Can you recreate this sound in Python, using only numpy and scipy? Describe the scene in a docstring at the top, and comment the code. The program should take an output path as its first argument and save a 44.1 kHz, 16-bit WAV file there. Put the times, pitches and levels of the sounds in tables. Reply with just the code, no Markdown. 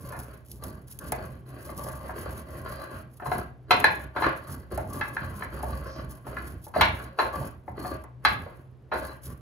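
"""Kitchen counter: a stone pestle grinds and pounds dry spices and salt in a stone mortar.
Rubbing and knocks (noise swarms) ring the stone's modes and a broad crunch; coloured clicks and noise
bursts make grit crackle and snaps. Two soft hisses pass; force noise rumbles in the counter's low modes.
A noise tail gives the room, filtered noise the motor hum and air. Two spaced ports hear the bowl differently."""
import sys
import numpy as np
from scipy import signal
from scipy.fft import rfft, irfft, next_fast_len
from scipy.io import wavfile

SR = 44100
rng = np.random.default_rng(int(sys.argv[2]) if len(sys.argv) > 2 else 0)


def to_wav(sig):
    """Store sig (one row per channel, or 1-D mono) as 16-bit WAV at the path in sys.argv[1].

    Samples outside -1..1 are clipped; the rate is SR.
    """
    pcm = np.clip(np.atleast_2d(sig), -1, 1) * 32767
    pcm = np.round(pcm).astype(np.int16)
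    wavfile.write(sys.argv[1], SR, pcm.T)  # frames by channels


N = 414967
OPPOSITE = [[1], [-1]]   # left and right port in antiphase


def amp(db):
    """dB to gain."""
    return 10 ** (np.asarray(db) / 20)


def rms_one(x):
    """Scaled to rms 1."""
    return x / np.sqrt(np.mean(x ** 2) + 1e-20)


def at_hz(points, hz):
    """A table read on a log-frequency axis."""
    f_hz, value = np.array(points).T
    return np.interp(np.log(hz), np.log(f_hz), value)


def colour(x, spectrum):
    """Zero-phase filter from a table of f/Hz, level/dB."""
    size = next_fast_len(N)
    hz = np.maximum(np.arange(size // 2 + 1) * SR / size, 1)
    return irfft(rfft(x, size) * amp(at_hz(spectrum, hz)), size)[..., :N]


def butter(x, order, edge_hz, kind):
    """Butterworth filter."""
    return signal.sosfilt(signal.butter(order, edge_hz, kind, fs=SR, output="sos"), x)


def drift(hz):
    """Slow random wander of rms 1: noise through a two-pole low-pass."""
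    r = np.exp(-2 * np.pi * hz / SR)
    wander = signal.lfilter([1], [1, -2 * r, r * r], rng.standard_normal(N + SR))
    return rms_one(wander[SR:])   # filter settled


def ring(x, hz, t60_s):
    """Resonator: a unit click sets off a decaying sine of height 1."""
    r, w = 10 ** (-3 / (t60_s * SR)), 2 * np.pi * hz / SR
    return signal.lfilter([0, np.sin(w)], [1, -2 * r * np.cos(w), r * r], x + 1e-18)


def soften(x, hz):
    """A contact of finite length: one-pole low-pass."""
    r = np.exp(-2 * np.pi * hz / SR)
    return signal.lfilter([1 - r], [1, -r], x)


def grains(per_s, spread_db):
    """Random clicks of very uneven size; rms 1."""
    sizes = amp(spread_db * np.minimum(rng.exponential(1, N), 5)) * rng.choice([-1, 1], N)
    return rms_one(sizes * (rng.random(N) < per_s / SR))


def strokes():
    """Each stroke rises, fades or swells while it lasts, and lets go; yields push, rubbing, crackle in dB."""
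    # grinding strokes: start/s, length/s, push/dB, rubbing/dB, crackle/dB, fade/(dB/s); levels relative
    grinding = [(-0.002, 0.34, -41, -40.5, -49, 15.5), (0.459, 0.089, -47.5, -100, -54.5, -52),
                (0.623, 0.13, -38, -37, -46.5, 59), (0.887, 0.034, -46.5, -52.5, -48, 22),
                (1.011, 0.33, -37, -39, -50.5, 14), (1.475, 0.34, -44, -41, -53, 10),
                (1.667, 0.26, -42.5, -43.5, -47, -16), (1.992, 0.1, -42, -38.5, -54.5, -60),
                (2.162, 0.23, -39, -37, -48.5, -3), (2.476, 0.097, -44, -36, -54.5, -53),
                (2.653, 0.21, -38.5, -33, -46.5, 41), (2.914, 0.055, -39.5, -32.5, -54, -9),
                (3.124, 0.07, -54, -85, -57.5, 27), (3.26, 0.13, -35, -33, -47, 7),
                (3.712, 0.31, -29.5, -27, -42.5, 34.5), (4.158, 0.11, -43, -32, -54, -85),
                (4.353, 0.27, -48, -44.5, -56, 12), (4.479, 0.039, -35, -38, -40.5, 44),
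                (4.715, 0.12, -33.5, -38.5, -53, 0), (4.894, 0.11, -38, -38.5, -48.5, -49),
                (5.052, 0.25, -37.5, -40.5, -52.5, -4), (5.338, 0.097, -40, -38.5, -48.5, -4),
                (5.523, 0.054, -36.5, -34, -52, -8), (5.636, 0.27, -34, -31.5, -47.5, 40),
                (5.842, 0.044, -58, -33.5, -52.5, 11), (5.964, 0.076, -36.5, -35.5, -54.5, 18),
                (6.101, 0.02, -59, -39.5, -46, -8), (6.253, 0.25, -42.5, -42.5, -55.5, -22.5),
                (6.625, 0.013, -66, -64, -47.5, 4), (6.76, 0.3, -29.5, -27.5, -44, 46),
                (7.189, 0.074, -39.5, -27.5, -47, 31), (7.337, 0.12, -30.5, -32.5, -45, 24),
                (7.67, 0.035, -40, -53.5, -62.5, 76.5), (7.769, 0.15, -46, -38, -55, -36),
                (8.247, 0.35, -32, -29.5, -46, 62.5), (8.94, 0.18, -40, -31, -46.5, 51),
                (9.237, 0.038, -37.5, -42, -43, -27)]
    # one entry each for push, rubbing, crackle; the counter answers late and slowly, the grit at once
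    lag_s = [0.03, 0, 0]   # delay [s]
    rise_db_per_s = [394.5, 900.5, 1189.5]   # onset slope [dB/s]
    release_db_per_s = [118, 237, 208.5]   # release slope [dB/s]
    resting_db = [-54.5, -69.5, -82.5]   # hand and pestle at rest [dB, relative]
    start, length, *levels, fade = np.transpose(grinding)[:, :, None]
    t = np.arange(0, N + 50, 50) / SR
    for db, lag, rise, release, rest in zip(levels, lag_s, rise_db_per_s, release_db_per_s, resting_db):
        since = t - start - lag
        shape = db - fade * np.clip(since, 0, length)
        shape = shape - rise * np.maximum(-since, 0) - release * np.maximum(since - length, 0)
        power = np.sum(amp(shape) ** 2, axis=0) + amp(rest) ** 2
        yield np.interp(np.arange(N) / SR, t, 10 * np.log10(power))


def crushing_swarms(crush_s):
    """A knock lands on spice: a short swarm of contacts of energy 1, not one click."""
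    swell_share = 0.083   # rise as a share of the crushing time
    crisp_s = 0.0076   # the shorter the crushing against this, the harder stone meets stone at first
    t = np.arange(SR // 4) / SR
    shape = (len(crush_s), len(t))
    swarms = rng.standard_normal(shape) * amp(3.6 * rng.standard_normal(shape))
    age = t / np.clip(crush_s, .0005, .05)[:, None]
    swarms = swarms * np.exp(-age) * np.minimum(age / swell_share, 1)
    # stone meets stone first
    swarms[:, 0] = 0.54 * crisp_s / crush_s * np.sqrt(np.sum(swarms ** 2, axis=1))
    return swarms / np.sqrt(np.sum(swarms ** 2, axis=1, keepdims=True))


def knocks():
    """Pestle blows: returns their force as a function of pitch, and the pitches of the struck spots."""
    # pestle on bowl: time/s, level/dB (relative), weight/dB, crushing time/s, struck-spot pitch/Hz
    pestle_blows = [(0.121, -20, 0, 0.069, 616), (0.637, -35.5, 14.5, 0.025, 1270),
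                    (1.122, -14.5, 12, 0.0063, 530), (1.69, -30, 2, 0.0064, 540),
                    (1.885, -27, 0, 0.012, 1090), (2.093, -23, 2.5, 0.0076, 1020),
                    (3.199, -25.5, -2, 0.0046, 1205), (3.221, -22.5, 10, 0.0098, 635),
                    (3.257, -18, 6, 0.014, 1148), (3.317, -10.5, 5.5, 0.0038, 1676),
                    (3.708, 3.5, -1.5, 0.0085, 1210), (3.842, 1.5, -0.5, 0.0055, 1680),
                    (4.163, -9.5, 2, 0.011, 1510), (4.221, -7, 1, 0.011, 1160),
                    (4.241, -6.5, -9, 0.0067, 1240), (4.721, -41, 28, 0.0031, 510),
                    (4.776, -20, 11, 0.011, 553), (5.011, -7.5, -25, 0.0065, 1450),
                    (5.167, -12, -19, 0.0031, 1590), (5.423, -13.5, -15, 0.0043, 1570),
                    (5.632, -23, 12.5, 0.0096, 623), (6.268, -26.5, 6.5, 0.004, 1090),
                    (6.368, -14.5, -12, 0.0051, 1647), (6.667, -39, 18.5, 0.0076, 762),
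                    (6.739, -14.5, -7.5, 0.022, 650), (6.762, -15, 14, 0.0089, 574),
                    (6.81, 4, -5, 0.0089, 1057), (7.188, -3.5, 1.5, 0.014, 1090),
                    (7.411, -36.5, 20.5, 0.011, 592), (7.679, -28, 12, 0.006, 629),
                    (7.846, -21, 10.5, 0.011, 630), (7.88, -43, 9.5, 0.0078, 600),
                    (8.04, -31.5, 7, 0.0069, 1120), (8.25, 3, -7, 0.0068, 1536),
                    (8.462, -34, 14.5, 0.0078, 575), (8.916, -10, 6.5, 0.025, 1160)]
    s, level_db, weight_db, crush_s, spot_hz = np.transpose(pestle_blows)
    # upper modes against middle ones: harder blows are brighter; flat blows on spice also crunch brightly
    bright_db = -9 + .9 * level_db + 0.42 * np.maximum(weight_db, 0)
    at = (s * SR).astype(int)
    swarms = crushing_swarms(crush_s)
    span = swarms.shape[1]

    def blows(hz, extra_db):
        """The swarms in place, weighted for one pitch."""
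        high = np.clip(np.log2(hz / 2000) / .5, 0, 1)   # hard contacts reach the upper modes
        low = np.clip(np.log2(950 / hz) / .5, 0, 1)     # heavy flat blows reach the lower ones
        gains = amp(level_db + extra_db + high * bright_db + low * weight_db)
        force = np.zeros(N + span)
        for i, gain, swarm in zip(at, gains, swarms):
            force[i:i + span] += gain * swarm
        return force[:N]

    return blows, spot_hz


def rubbing(rub_db):
    """Lurching rough contact: uneven catches softened by their contact length."""
    lurch = amp(rub_db + 2.94 * drift(hz=13.3))
    catches = grains(per_s=1800, spread_db=4.7)
    return lurch * soften(soften(catches, hz=1720), hz=2900)


def crunch_noise(blows, rasp):
    """Unresolved modes and crushed spice: blows in three bands plus rubbing, coloured."""
    # f/Hz, level/dB (relative, per Hz)
    crunch_spectrum = [(150, -43), (500, -4.5), (1500, -1), (3000, -8.5), (3700, -10), (4200, -12.5),
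                       (6000, -26), (10000, -44.5), (16000, -62.5)]
    deep = butter(blows(500, 16.8), 4, 800, "low")
    dull = butter(blows(1400, 15.07), 4, [800, 2100], "band")
    sharp = butter(blows(4000, 20.4), 4, 2100, "high")
    return colour(deep + dull + sharp + amp(-2.0) * rasp, crunch_spectrum)


def stone(rub_db):
    """Rubbing and knocks ring the same modes; each knock strikes every mode with its own strength."""
    # mortar and pestle modes: f/Hz, level/dB (relative), free t60/s
    stone_modes = [(366, -10, .06), (548, -6, .05), (650, -4, .05), (1055, 0, .05), (1150, -2, .035),
                   (1270, -3, .035), (1465, -4, .04), (1550, -3, .045), (1684, -3, .05), (1815, -4, .04),
                   (2020, -11, .04), (2600, -5, .03), (3200, -2, .04), (4090, -1, .08), (4200, -5, .06),
                   (4480, -14, .025), (4805, -18, .06)]
    # answer of each mode to rubbing against a blow: level/dB (relative)
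    rubbed_db = [9.5, 6.5, 2, -1.5, 6.5, 1, -23, -8.5, -2.5, -17.5, -1, -18.5, -14, -11, -15, 11, 1.5]
    # shares of the free t60: pestle resting on the stone after a blow, pestle pressed while rubbing
    struck_ring, rubbed_ring = .5, 0.4
    spot_gain_db, spot_octaves = 5, .3   # modes near the struck spot's pitch answer more
    wander_db = 3   # the rubbing finds other modes as the pestle moves round the bowl
    blows, spot_hz = knocks()
    rasp = rubbing(rub_db)
    modes, uneven = 0, 0
    for k, (hz, db, t60_s) in enumerate(stone_modes):
        rubbed = amp(wander_db * drift(hz=4.6) + rubbed_db[k] - 27) * rasp
        spot_db = spot_gain_db * np.exp(-(np.log2(hz / spot_hz) / spot_octaves) ** 2)
        chance_db = 2 * rng.standard_normal(len(spot_hz))
        struck = blows(hz, spot_db + chance_db - 12)
        mode = ring(struck, hz, struck_ring * t60_s) + ring(rubbed, hz, rubbed_ring * t60_s)
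        mode = amp(db) * mode
        modes = modes + (-1) ** k * mode
        # each mode's lobes favour one port
        uneven = uneven + (-1) ** (k // 2) * mode * min(hz / 500, 1)
    return modes, crunch_noise(blows, rasp), uneven


def grit(crackle_db):
    """Dense tiny fractures under the pestle, in clumps, and single loud snaps that die in a few ms."""
    # seeds and salt breaking: time/s, level/dB (relative)
    breaks = [(0.19, -40), (0.5151, -38.5), (0.638, -35.5), (0.989, -37.5), (1.1201, -25.5),
              (1.7767, -37.5), (3.382, -38), (3.7105, -30), (3.801, -32.5), (3.842, -27.5), (4.719, -44),
              (4.776, -38.5), (5.628, -42), (6.811, -25.5), (8.038, -50.5), (8.2503, -31), (9.05, -42)]
    # grit spectrum: f/Hz, level/dB (relative, per Hz)
    grit_spectrum = [(1500, -29), (3000, -12), (5500, -8.5), (8000, -8), (11000, 2.5), (13500, 0),
                     (14300, -14), (15600, -2), (16300, -50)]
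    crackle = amp(crackle_db + 4.4 * drift(hz=36.6)) * grains(per_s=4500, spread_db=2.5)
    s, level_db = np.transpose(breaks)
    starts = np.zeros(N)
    starts[(s * SR).astype(int)] = amp(level_db + 7.5)
    decay_s = 0.0047
    dying = signal.lfilter([1], [1, -np.exp(-1 / (decay_s * SR))], starts)
    return colour(crackle + dying * rng.standard_normal(N), grit_spectrum)


def swishes():
    """Soft hisses: noise in one band that swells and fades."""
    # start/s, length/s, centre f/Hz, width/Hz, level/dB (relative)
    hisses = [(5.832, 0.21, 4920, 1500, -56.5), (7.76, 0.22, 4350, 152, -55)]
    t, out = np.arange(N) / SR, 0
    for start, length, hz, width, db in hisses:
        hiss = rms_one(butter(rng.standard_normal(N), 2, [hz - width / 2, hz + width / 2], "band"))
        swell = np.sin(np.pi * np.clip((t - start) / length, 0, 1))
        out = out + amp(db) * swell * hiss
    return out


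def counter(push_db):
    """The lurching force on the bowl shakes the counter's low modes."""
    # counter modes: f/Hz, width/Hz, level/dB (relative)
    counter_modes = [(67, 0.95, 4), (92, 13, 0), (132.8, 16.4, -1.5), (183.2, 243, 5)]
    force = soften(rng.standard_normal(N) * amp(2.5 * drift(hz=14)), hz=428)
    shake = 0
    for hz, width_hz, db in counter_modes:
        t60_s = np.log(1000) / (np.pi * width_hz)
        shake = shake + amp(db) * rms_one(ring(force, hz, t60_s))
    return amp(push_db) * rms_one(shake)


def at_ports(x):
    """Path difference and the shadow of the case turn phase and level of the left port."""
    # left port against right: f/Hz, lead/rad, level/dB
    port_difference = [(0, 0, -2), (1100, -.5, 3), (1700, 0, 0), (4000, 1.9, -3), (5700, 1.5, -5),
                       (6600, 0, 0), (8400, -3.14, 0), (15700, -12.5, 0)]
    size = next_fast_len(N + 500)
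    hz = np.arange(size // 2 + 1) * SR / size
    at, lead_rad, db = np.transpose(port_difference)
    half = amp(np.interp(hz, at, db) / 2)   # level split between the ports
    turn = np.exp(1j * np.interp(hz, at, lead_rad))
    left = irfft(rfft(x, size) * half * turn, size)
    right = irfft(rfft(x, size) / half, size)
    return np.array([left, right])[:, :N]


def kitchen(x, alike_hz):
    """Diffuse tail: noise that dies band by band; long waves reach both ports alike."""
    # reverberation: f/Hz, t60/s
    room_t60 = [(150, 0.12), (500, 0.41), (1500, 0.35), (4000, 0.36), (10000, 0.026)]
    t, tail = np.arange(int(.8 * SR)) / SR, 0
    edges_hz = 60 * 2. ** np.arange(9)
    for low, high in zip(edges_hz, edges_hz[1:]):
        hz = np.sqrt(low * high)
        mid, side = butter(rng.standard_normal((2, len(t))), 2, [low, high], "band")
        both = mid + side * OPPOSITE / np.sqrt(1 + (alike_hz / hz) ** 2)
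        tail = tail + both * amp(-60 * t / at_hz(room_t60, hz))
    tail = tail * np.minimum(t / 0.00066, 1)
    tail = tail / np.sqrt(np.sum(tail ** 2) / 2)   # mean energy 1 per port
    return signal.fftconvolve(x[None], tail, axes=1)[:, :N]


def air():
    """Motor hum and room air: steady filtered noise, mostly alike in both ports."""
    # f/Hz, level/dB (relative, per Hz)
    air_spectrum = [(30, -25), (90, -25), (127, 15), (157, -36.5), (345, -11.5), (889, -23.5),
                    (16000, -62.5)]
    mid, side = colour(rng.standard_normal((2, N)), air_spectrum)
    return amp(-51) * rms_one(mid + 0.45 * side * OPPOSITE)


def scene():
    """Bowl and counter, direct and through the room, over the hum."""
    room_db, grit_room_db = 1.5, -15.5   # the grit is heard mostly direct, with little room
    modes_room_share = .35   # share of the modes' ringing sent to the room; the crunch goes in full
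    push_db, rub_db, crackle_db = strokes()
    modes, crunch, uneven = stone(rub_db)
    spice = grit(crackle_db) + swishes()
    rumble = counter(push_db) * amp([[-1.2], [1.2]])
    to_room = amp(room_db) * (modes_room_share * modes + crunch) + amp(grit_room_db) * spice
    room = kitchen(to_room, alike_hz=402)
    direct = at_ports(modes + crunch + spice) + 0.2 * uneven * OPPOSITE
    return direct + room + rumble + air()


def record(dry):
    """The bass rolls off, peaks are rounded, the top is cut."""
    stopband_hz = 16900
    thin = butter(dry, 4, 56, "high")
    rounded = 2 * np.tanh(thin / 2)
    return signal.sosfilt(signal.cheby2(12, 70, stopband_hz, fs=SR, output="sos"), rounded)


dry = scene()
out = record(dry)
to_wav(out)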